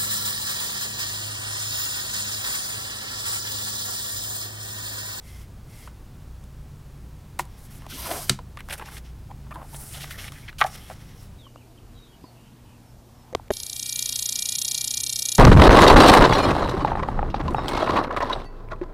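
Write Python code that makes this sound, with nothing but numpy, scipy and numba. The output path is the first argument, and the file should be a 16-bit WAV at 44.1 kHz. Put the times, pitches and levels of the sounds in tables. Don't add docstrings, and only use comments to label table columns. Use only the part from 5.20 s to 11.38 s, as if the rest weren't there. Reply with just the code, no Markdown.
import sys
import numpy as np
from scipy import signal
from scipy.fft import rfft, irfft, next_fast_len
from scipy.io import wavfile
from scipy.ndimage import uniform_filter1d
from numba import njit

SR = 44100
rng = np.random.default_rng(int(sys.argv[2]) if len(sys.argv) > 2 else 0)


def transcribe(u):
    v = np.clip(np.atleast_2d(u).T, -1, 1)
    q = np.round(v * 32767).astype(np.int16)
    wavfile.write(sys.argv[1], SR, q)


def amplitude_ratio(level_db):
    exponent = np.asarray(level_db, float) / 20
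    return 10 ** exponent


N = 272670
SILENT_DB = -200.0


def level(x, db=0):
    return x * amplitude_ratio(db) / np.sqrt(np.mean(x ** 2))


def band(x, lo_hz, hi_hz):
    return signal.sosfilt(signal.butter(2, [lo_hz, hi_hz], "band", fs=SR, output="sos"), x)


def colour(x, points):
    hz, db = np.transpose(points)
    n = next_fast_len(len(x))
    f = np.arange(n // 2 + 1) * SR / n + 1
    gain = amplitude_ratio(np.interp(np.log(f), np.log(hz), db))
    return irfft(rfft(x, n) * gain, n)[:len(x)]


def resonate(x, peaks):
    out = 0
    for k, (hz, width_hz, db) in enumerate(peaks):
        peak = signal.lfilter(*signal.iirpeak(hz, hz / width_hz, SR), x)
        out = out + (-1) ** k * amplitude_ratio(db) * peak
    return out


def resonate_twice(x, hz, width_hz):
    peak = [(hz, width_hz, 0)]
    return resonate(resonate(x, peak), peak)


def ring(x, modes):
    out = 0
    for hz, db, t60_s in modes:
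        pole = np.exp(2j * np.pi * hz / SR - np.log(1000) / (t60_s * SR))
        out = out + amplitude_ratio(db) * signal.lfilter([1], [1, -pole], x).imag
    return out


def walk(rate_hz, n=N):
    hold = int(SR / rate_hz)
    steps = np.repeat(rng.standard_normal(N // hold + 1), hold)[:n]
    return 0.92 * uniform_filter1d(steps, hold)


def add(out, s, x):
    i = int(s * SR)
    out[i:i + len(x)] += x[:N - i]


def crack(t60_s, lo_hz, hi_hz, noise):
    decay = amplitude_ratio(-60 * np.arange(len(noise)) / SR / t60_s)
    return band(noise * decay, lo_hz, hi_hz)


def grit(per_s, spread_db, smooth, n=N):
    snaps = rng.random(n) < per_s / SR
    size = np.minimum(rng.exponential(size=n), 3.5)
    snaps = snaps * amplitude_ratio(spread_db * size) * rng.standard_normal(n)
    return level(snaps) + smooth * rng.standard_normal(n)


def patchy(x, db):
    n = next_fast_len(len(x))
    f = np.arange(n // 2 + 1) * SR / n + 1
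    place = np.clip(2.5 * np.log2(f / 3000), 0, 6)
    spec, out = rfft(x, n), 0
    for k in range(7):
        share = np.clip(1 - abs(place - k), 0, 1)
        out = out + irfft(spec * share, n)[:len(x)] * amplitude_ratio(db * walk(20, len(x)))
    return out


def friction(span_s, levels_db, hiss, body, low, per_s, spread_db, smooth, judder_db, patchy_db):
    first = int(span_s[0] * SR)
    n = min(int(round(span_s[1] - span_s[0] + .6) * SR), N - first)
    judder = judder_db * walk(70, n)
    fizz = patchy(colour(grit(per_s, spread_db, smooth, n), hiss), patchy_db)
    plate = band(resonate(grit(per_s, spread_db, smooth, n), body), 1300, 8300)
    under = band(resonate(grit(per_s / 4, spread_db, smooth, n), low), 167, 2460)
    layers = np.array([level(fizz),
                       level(plate) * amplitude_ratio(1.5 * walk(40, n)),
                       level(under) * amplitude_ratio(2.7 * walk(39.95, n))])
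    out = np.zeros(N)
    out[first:first + n] = np.sum(amplitude_ratio(levels_db[:, first:first + n] + judder) * layers, axis=0)
    return out


def strokes(rows, grip_db_s, let_go_db_s, drone_db, drone_per_weight):
    t, out = np.arange(N) / SR, np.full((3, N), SILENT_DB)
    for s, length_s, db, swell_db, weight_db in rows:
        hiss = db + swell_db * np.clip((t - s) / length_s, 0, 1)
        hiss -= grip_db_s * np.maximum(s - t, 0)
        hiss -= let_go_db_s * np.maximum(t - s - length_s, 0)
        drone = drone_db + drone_per_weight * weight_db
        out = np.maximum(out, hiss + np.array([[0], [weight_db], [drone]]))
    return out


def knock(blows, modes, lo_hz, hi_hz, hardness_hz=9000):
    out, noise = np.zeros(N), rng.standard_normal((len(blows), 2, 12000))
    for (s, db, chatter_s, crack_db, rattle_s), (force, fizz) in zip(blows, noise):
        body = ring(crack(chatter_s, 1.2 * modes[0][0], hardness_hz, force), modes)
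        rattle = amplitude_ratio(crack_db - 13) * crack(rattle_s, lo_hz, hi_hz, fizz)
        add(out, s, amplitude_ratio(db) * (body / np.abs(body).max() + rattle))
    return out


# [f/Hz, level/dB rms]
MAINS_TONES = [(29.8, -51), (59.7, -48.5)]
# [f/Hz, width/Hz, level/dB rms]
FAN_ORDERS = [(28.5, 8.8, -58.5), (59.85, 8.2, -52), (90.2, 10, -50.5), (113.4, 15.5, -53),
              (140, 17.3, -50), (205.4, 22, -61)]
# [f/Hz, level/dB per Hz]
ROOM_AIR = [(4.7, -39), (8.0, -9), (65, -2.5), (87, -10.5), (145, -9.5), (175, -10), (212, -13), (282, -17),
            (341, -19), (516, -24), (605, -25.5), (1040, -27), (2090, -35), (16000, -44)]
ROOM_AIR_DB = -46.5


def room_tone():
    out = level(colour(rng.standard_normal(N), ROOM_AIR), ROOM_AIR_DB) * amplitude_ratio(.5 * walk(2.48))
    for hz, db in MAINS_TONES:
        phase = 2 * np.pi * hz * np.arange(N) / SR
        out += level(np.sin(phase + .5 * walk(2.0)), db)
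    for hz, width_hz, db in FAN_ORDERS:
        out += level(resonate_twice(rng.standard_normal(N), hz, width_hz), db)
    return out


# [t/s, length/s, hiss level/dB, swell/dB, weight/dB]
NUDGE_STROKES = [
    (.055, .17, -57, 0.5, .5),
    (.5, 0.11, -60, 6, -1),
    (.62, .05, -54.5, -4, 1),
]
# [f/Hz, level/dB per Hz]
FIBRE_HISS = [(2350, -28.5), (4000, -7), (5250, -4), (6500, -2.5), (9900, 4), (12300, 2), (14500, -4),
              (16000, -7.5)]
# [f/Hz, width/Hz, level/dB]
RULER_PEAKS = [(2090, 114, 13.5), (2600, 130, -7), (3300, 230, 7.5), (3000, 8000, -1), (5300, 780, 5)]
# [f/Hz, width/Hz, level/dB]
TABLE_PEAKS = [(594, 620, 3.5), (857, 70, 10), (1150, 132, -0.5), (1526, 310, 5.5)]


def nudge_card():
    levels_db = strokes(NUDGE_STROKES, grip_db_s=350, let_go_db_s=400, drone_db=-9.5, drone_per_weight=0)
    return friction((0, .72), levels_db, FIBRE_HISS, RULER_PEAKS, TABLE_PEAKS, per_s=2500,
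                    spread_db=1.7, smooth=2.2, judder_db=0.77, patchy_db=0.63)


# [t/s, length/s, level/dB, f/Hz]
CORNER_SQUEAKS = [(4.309, .014, -43.5, 1850), (4.545, .012, -47, 1750), (4.545, .01, -47, 3500),
                  (5.96, .08, -60, 5450), (5.28, .025, -50, 3000), (3.668, .02, -48, 2600),
                  (2.855, 0.025, -33, 1030), (4.097, 0.024, -42.5, 840), (4.313, .02, -37.5, 1150),
                  (4.314, .016, -48, 2400), (4.355, .026, -43, 940), (4.527, .028, -47.5, 870),
                  (4.57, .055, -55, 850), (4.915, .025, -46, 2100), (4.935, .03, -48, 1800),
                  (5.155, .045, -57, 1900), (5.225, .03, -55, 2200), (4.74, .045, -50, 3200),
                  (2.77, .05, -47, 1000), (2.695, .04, -48, 1400), (2.7, .05, -48, 3100),
                  (5.48, .084, -52, 5450), (5.59, .097, -55.5, 3200)]
# [t/s, length/s, level/dB, f/Hz]
BED_DRAGS = [(5.279, .026, -38.5, 2100), (2.62, .05, -55, 1100), (.673, .014, -44, 1400),
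             (3.49, .065, -42, 800), (3.565, .085, -48, 520), (3.655, .05, -50, 900), (3.19, .03, -50, 480),
             (5.703, .025, -47, 1500), (4.262, .015, -54, 1100), (2.5, .075, -62, 2480),
             (2.875, .05, -37.5, 603), (2.922, 0.08, -38, 616), (3.606, 0.037, -39.5, 900),
             (4.331, 0.12, -49, 280), (4.31, .02, -43, 750), (4.335, .025, -48, 1200),
             (4.436, .025, -51, 800), (4.743, .02, -48, 800), (4.7, .04, -54, 2500), (4.36, .08, -48, 720),
             (2.72, .06, -44, 260), (3.6, .045, -48, 1500), (5.456, .024, -36, 900),
             (5.428, .014, -34, 1300), (4.34, .08, -49, 900), (4.412, .022, -41, 830),
             (4.835, .016, -44, 800), (5.425, .054, -43, 1800)]
# [t/s, length/s, level/dB, f/Hz]
BED_CATCHES = [(3.387, .016, -44, 1950), (3.494, .026, -41, 1980), (3.678, 0.017, -44, 1300),
               (3.766, 0.023, -44.5, 2780), (4.985, 0.024, -40, 2820), (5.039, 0.014, -40, 1800),
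               (5.077, .017, -43, 2500), (5.383, .03, -38, 3000), (5.39, .022, -44, 1500),
               (3.51, .04, -44, 1400), (3.505, .012, -41, 2300), (5.15, .04, -52, 2000)]
# [t/s, length/s, level/dB, f/Hz]
CARD_SKIDS = [(5.39, .022, -58, 9500), (5.383, .03, -47, 4500), (3.09, .011, -39, 2000),
              (3.52, 0.022, -36, 2180), (3.577, .015, -44, 1790), (4.339, 0.014, -53, 3000),
              (4.558, .016, -49.5, 9000), (4.735, .035, -46, 3240), (4.8, 0.05, -42, 3300),
              (4.904, .025, -41.5, 2800), (5.417, .065, -51, 4500), (5.549, 0.014, -46, 3000)]


def slips(rub, hiss, rows, width_re_centre, hiss_db):
    out, t = np.zeros(N), np.arange(4096) / SR
    for s, length_s, db, hz in rows:
        i = int(s * SR)
        swell = np.sin(np.pi * np.clip(t / length_s, 0, 1)) ** 0.39
        drag = resonate_twice(rub[i:i + 4096], hz, width_re_centre * hz)
        add(out, s, amplitude_ratio(db) * swell * (level(drag) + amplitude_ratio(hiss_db) * hiss[i:i + 4096]))
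    return out


def scuffs():
    rub = grit(2000, 2.6, 1.0) * amplitude_ratio(2.6 * walk(150))
    hiss = level(colour(rub, FIBRE_HISS))
    return (slips(rub, hiss, CORNER_SQUEAKS, 0.19, -25) + slips(rub, hiss, BED_DRAGS, 0.64, -25)
            + slips(rub, hiss, BED_CATCHES, 0.79, -10.5) + slips(rub, hiss, CARD_SKIDS, 1.05, -.2))


# [t/s, peak level/dB, main ring f/Hz, crack level/dB re peak]
FLAT_TAPS = [(.674, -36, 930, -27), (1.239, -55, 1060, 7), (2.253, -50.5, 790, 5.5), (2.62, -46, 1060, -6),
             (2.665, -31, 780, -12), (2.936, -26, 697, -15), (3.189, -27.5, 985, -24),
             (3.405, -30, 2010, -11), (4.111, -36, 1005, -23), (4.309, -32, 1160, -19),
             (4.564, -43, 884, -7), (4.908, -29.5, 1830, -23), (5.12, -38, 1200, -1), (5.466, -29, 840, -5),
             (5.699, -28, 780, -27), (5.708, -30, 720, -19), (5.714, -32.5, 781, -18)]
# [t/s, peak level/dB, main ring f/Hz, crack level/dB re peak]
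RAPPED_TAPS = [
    (2.913, -19.5, 740, -15),
    (3.372, -30.5, 1205, -13),
    (3.487, -38, 2040, -9),
    (3.596, -31.5, 900, -29),
    (4.357, -40, 965, -20),
    (4.545, -33.5, 840, -16),
    (4.841, -32, 2170, -17),
    (5.328, -41.5, 1530, -18),
    (5.426, -28, 900, -13),
]
TAP_T60_S, TAP_DAMPING = .021, .6
FLAT_RAP_DB, EDGE_RAP_DB = -14.5, -5.5


def taps():
    rows = [(*r, FLAT_RAP_DB) for r in FLAT_TAPS] + [(*r, EDGE_RAP_DB) for r in RAPPED_TAPS]
    out, noise = np.zeros(N), rng.standard_normal((len(rows), 3, 4096))
    for (s, db, hz, crack_db, rap_db), (force, rap, fizz) in zip(rows, noise):
        t60_s = TAP_T60_S * (1000 / hz) ** TAP_DAMPING
        modes = [(0.786 * hz, -5, 0.34 * t60_s), (hz, 0, t60_s), (1.37 * hz, -6, 0.28 * t60_s)]
        body = ring(crack(0.021, 0.44 * hz, 6600, force), modes)
        rap = amplitude_ratio(rap_db + 7) * crack(.03, 1400, 3600, rap)
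        fizz = amplitude_ratio(crack_db + 2) * crack(0.015, 3500, 11600, fizz)
        add(out, s, amplitude_ratio(db) * (body / np.abs(body).max() + rap + fizz))
    return out


# [t/s, level/dB, chatter t60/s, crack level/dB re blow, rattle t60/s]
RAIL_BLOWS = [
    (2.1908, -35.5, 0.0029, 23, 0.043),
    (2.1945, -12, 0.0031, -2, .02),
    (2.199, -20.5, 0.0038, 1, .03),
    (2.2035, -24, 0.0025, 2.5, 0.085),
]
# [f/Hz, level/dB, t60/s]
RAIL_MODES = [(360, -7.5, 0.13), (810, -2.5, 0.029), (970, 10, 0.017), (1200, -14, 0.016), (1415, -5, .02),
              (1904, -2.5, .025), (2100, -2.5, 0.028)]


def drop_rail():
    return knock(RAIL_BLOWS, RAIL_MODES, 1000, 12500)


# [t/s, peak level/dB, f/Hz]
EDGE_TICKS = [(2.621, -42, 3000), (3.4872, -28, 1600), (3.4962, -30, 2050), (3.499, -28, 5000),
              (3.511, -30, 2200), (3.5257, -26, 1650), (3.528, -26, 9000), (3.539, -28, 6000),
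              (3.5555, -34, 1500), (3.5975, -31, 1400), (3.6584, -41, 8000), (3.688, -32, 1500),
              (3.7197, -38, 1530), (3.7695, -35, 2200), (3.782, -36, 10000), (4.7372, -37, 3300),
              (4.75, -32, 3300), (4.8086, -31, 3500), (4.822, -32, 3000), (4.843, -29, 1500),
              (4.879, -36, 1500), (4.911, -30, 1500), (4.997, -31, 3000), (5.043, -30, 1700),
              (5.082, -34, 2000), (5.1215, -33, 3500), (5.293, -35, 1800), (5.4127, -12, 3300),
              (5.4275, -26, 2700), (5.4408, -23, 5500), (5.4665, -30, 2200), (2.869, -31, 3000),
              (2.936, -30, 2000), (2.195, -20, 2200), (2.917, -27, 3500)]
TICK_CYCLES, TICK_SNAP_DB, TICK_SNAP_T60_S = 9, -3, .004


def ticks():
    out, noise = np.zeros(N), rng.standard_normal((len(EDGE_TICKS), 1024))
    for (s, db, hz), snap in zip(EDGE_TICKS, noise):
        snap = crack(TICK_SNAP_T60_S, 900, 14000, snap)
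        body = ring(snap, [(hz, 0, TICK_CYCLES / hz)])
        snap = amplitude_ratio(TICK_SNAP_DB) * snap / np.abs(snap).max()
        add(out, s, amplitude_ratio(db) * (body / np.abs(body).max() + snap))
    return out


# [t/s, length/s, hiss level/dB at start, swell/dB by the end, weight on bed/dB]
RUB_STROKES = [(2.3, .37, -71, 4, 6), (3.545, .11, -60, -4, 4), (2.382, .08, -57, 3.5, -10),
               (2.51, 0.076, -54, -2.5, -5.5), (3.455, .03, -64, 3, -6), (3.497, .045, -49, 10, -2),
               (3.58, .01, -49, 2, -2), (3.66, .045, -51, -5, 4), (3.714, .071, -51, 2, 0),
               (3.85, .05, -64, -3, 9), (4.43, .1, -61.5, 14, -6.5), (4.535, 0.19, -44, 0, -13),
               (4.722, .016, -42, 2.5, -15), (4.746, 0.22, -45.5, -5, 0.5), (4.985, 0.094, -46, -1.5, 3),
               (5.085, .035, -58, 0, 0), (5.123, 0.18, -54, -6.5, 2), (5.468, 0.021, -42, -9, -2),
               (5.49, 0.067, -54, 9.5, 0), (5.575, .055, -51.5, -5.5, 1), (5.635, .1, -55.5, 3, 0),
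               (5.75, 0.23, -62, -2.5, 3.5), (5.97, .06, -62, 6, -2), (6.04, .04, -60, -8, 2)]
# [f/Hz, width/Hz, level/dB]
BED_PEAKS = [(2030, 840, 2.5), (2280, 90, -0.5), (3000, 930, -6.5), (4600, 3500, -2.5), (5340, 630, 3)]


def rub_card():
    levels_db = strokes(RUB_STROKES, grip_db_s=950, let_go_db_s=900, drone_db=-5, drone_per_weight=0.67)
    return friction((2.3, 6.18), levels_db, FIBRE_HISS, BED_PEAKS, TABLE_PEAKS, per_s=2500,
                    spread_db=2.7, smooth=1.9, judder_db=1.25, patchy_db=2.2)


# [t/s, cutting hiss level/dB]
CUT_PUSH = [
    (2.68, -62),
    (2.7, -47),
    (2.751, -42.5),
    (2.815, -41),
    (2.828, -37.5),
    (2.914, -37),
    (2.95, -36.5),
    (3.055, -39.5),
    (3.064, -44),
    (3.09, -43),
]
RAIL_DB, RAIL_FADE_DB_S = 3, 37
RUMBLE_DB, RUMBLE_PEAK_S, RUMBLE_FADE_DB_S = -.4, 2.93, 45


def blade_levels():
    t, (s, db) = np.arange(N) / SR, np.transpose(CUT_PUSH)
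    hiss = np.interp(t, s, db, SILENT_DB, SILENT_DB)
    rail = hiss + RAIL_DB - RAIL_FADE_DB_S * (t - s[0])
    rumble = hiss + RUMBLE_DB - RUMBLE_FADE_DB_S * abs(t - RUMBLE_PEAK_S)
    return np.array([hiss, rail, rumble])


# [f/Hz, level/dB per Hz]
BLADE_HISS = [(2350, -28), (4000, -3), (5600, 1), (7000, -1), (8400, 3.5), (10500, 4), (12100, 5.5),
              (13800, 0.5), (16000, -5)]
# [f/Hz, width/Hz, level/dB]
RAIL_PEAKS = [(2030, 440, -0.5), (3200, 890, 2.5), (4400, 1100, 0), (5840, 850, 0.5)]
# [f/Hz, width/Hz, level/dB]
CARRIAGE_PEAKS = [(300, 230, 1), (501, 94, 3), (600, 220, 3), (1030, 88, 5), (1360, 450, -1)]


def run_blade():
    return friction((2.675, 3.09), blade_levels(), BLADE_HISS, RAIL_PEAKS, CARRIAGE_PEAKS, per_s=3000,
                    spread_db=2.6, smooth=1.4, judder_db=1.4, patchy_db=2.2)


# [f/Hz, width/Hz, level/dB]
STEEL_PEAKS = [(3100, 150, 0), (4100, 170, -2), (4900, 170, 0), (6300, 200, -2), (8600, 250, 0),
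               (10200, 300, -1), (12100, 350, 2)]
STEEL_DB = -17


def sing_blade():
    sing = 0
    for hz, width_hz, db in STEEL_PEAKS:
        mode = level(resonate(rng.standard_normal(N), [(hz, width_hz, 0)]), db)
        sing = sing + mode * amplitude_ratio(4.0 * walk(25))
    return sing * amplitude_ratio(blade_levels()[0] + STEEL_DB)


# [t/s, level/dB, chatter t60/s, crack level/dB re blow, rattle t60/s]
STOP_BLOWS = [
    (3.0953, -6.5, 0.0092, 13.7, 0.017),
    (3.0963, -6.5, 0.011, 11.8, 0.011),
    (3.0985, -11.5, 0.0083, 1, 0.15),
]
# [f/Hz, level/dB, t60/s]
STOP_RINGS = [(526, -11, 0.034), (700, -4, 0.035), (900, -11, 0.022), (1270, -8, 0.014), (1570, -4, 0.018),
              (2080, -0.5, 0.0099), (2970, -8, 0.0086), (4000, 3, 0.01), (4500, 3, 0.011),
              (5870, -0.5, 0.0083), (8440, 2.5, 0.0075)]


def hit_stop():
    return knock(STOP_BLOWS, STOP_RINGS, 690, 8500)


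# [f/Hz, level/dB, t60/s]
TABLE_THUD = (3.1022, -14, 0.0012, [(133.6, 1, 0.17), (199.3, -4.5, .18), (267, -8, 0.13),
              (365, -5.5, 0.095)])


def thud():
    s, db, push_s, modes = TABLE_THUD
    push = np.sin(np.pi * np.clip(np.arange(20000) / (push_s * SR), 0, 1))
    out, body = np.zeros(N), ring(push, modes)
    add(out, s, amplitude_ratio(db) * body / np.abs(body).max())
    return out


# [t/s, level/dB, chatter t60/s, crack level/dB re blow, rattle t60/s]
SLAP_BLOWS = [
    (5.4065, -19.5, 0.0017, 7, .006),
    (5.4125, -10, 0.004, 9, 0.008),
    (5.4146, -4.5, 0.012, -22, 0.05),
    (5.4198, -5.5, 0.011, -25, 0.067),
    (5.4405, -20, 0.0019, 10, 0.0067),
]
# [f/Hz, level/dB, t60/s]
SLAP_RINGS = [(850, 4, 0.028), (1186, 10, 0.018), (1300, 2, 0.016), (1510, 1.5, 0.023), (1913, -0.5, .025),
              (2196, -6, 0.025), (3030, -6, 0.012), (3400, -23, 0.012)]
# [t/s, level/dB, chatter t60/s, crack level/dB re blow, rattle t60/s]
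BOUNCE_BLOWS = [
    (5.432, -23, 0.021, -25, .02),
    (5.4448, -14, 0.015, -30, .02),
    (5.4475, -16.5, 0.0051, -30, .02),
    (5.4535, -19.5, .004, -30, .02),
    (5.46, -28, .015, -11, .02),
]
# [f/Hz, level/dB, t60/s]
BOUNCE_RINGS = [(640, -3, .03), (763, 1, 0.036), (893, -6, 0.031), (1167, -13, 0.033), (1700, -12, .02)]


def slap_card():
    slap = knock(SLAP_BLOWS, SLAP_RINGS, 1800, 7500, hardness_hz=3600)
    return slap + knock(BOUNCE_BLOWS, BOUNCE_RINGS, 1200, 5000, hardness_hz=1600)


ROOM_T60_S, ROOM_WET_DB = .25, -26


def echo(x):
    t = np.arange(SR // 3) / SR
    tail = rng.standard_normal(len(t)) * amplitude_ratio(-60 * t / ROOM_T60_S) * (t > .004)
    tail = signal.lfilter(*signal.butter(1, 5000, fs=SR), tail)
    tail = tail / np.sqrt(np.sum(tail ** 2))
    return amplitude_ratio(ROOM_WET_DB) * signal.fftconvolve(x, tail)[:N]


def scene():
    card = nudge_card() + rub_card() + scuffs() + slap_card()
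    trimmer = drop_rail() + run_blade() + hit_stop() + thud()
    near = card + trimmer + taps()
    mono = near + echo(near) + room_tone() + ticks() + sing_blade()
    return np.tile(mono, (2, 1))


@njit
def follow(x, attack, release):
    e, y = 0., np.empty(len(x))
    for i in range(len(x)):
        e += (abs(x[i]) - e) * (attack if abs(x[i]) > e else release)
        y[i] = e
    return y


def band_limit(x):
    return signal.sosfilt(signal.butter(12, 17000, fs=SR, output="sos"), x)


AGC_TOP_DB, AGC_RATIO, AGC_ATTACK_S, AGC_RELEASE_S = -25, 1.25, 0.025, 0.38
TOP_HZ = 15950


def record(dry):
    env = follow(dry[0], 1 / (AGC_ATTACK_S * SR), 1 / (AGC_RELEASE_S * SR))
    gain = np.minimum(1, amplitude_ratio(AGC_TOP_DB) / (env + 1e-9)) ** (1 - 1 / AGC_RATIO)
    top_cut = signal.ellip(12, .3, 62, TOP_HZ, fs=SR, output="sos")
    mix = signal.sosfilt(top_cut, np.clip(dry * gain, -1, 1))
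    return band_limit(mix)


dry = scene()
out = record(dry)
transcribe(out)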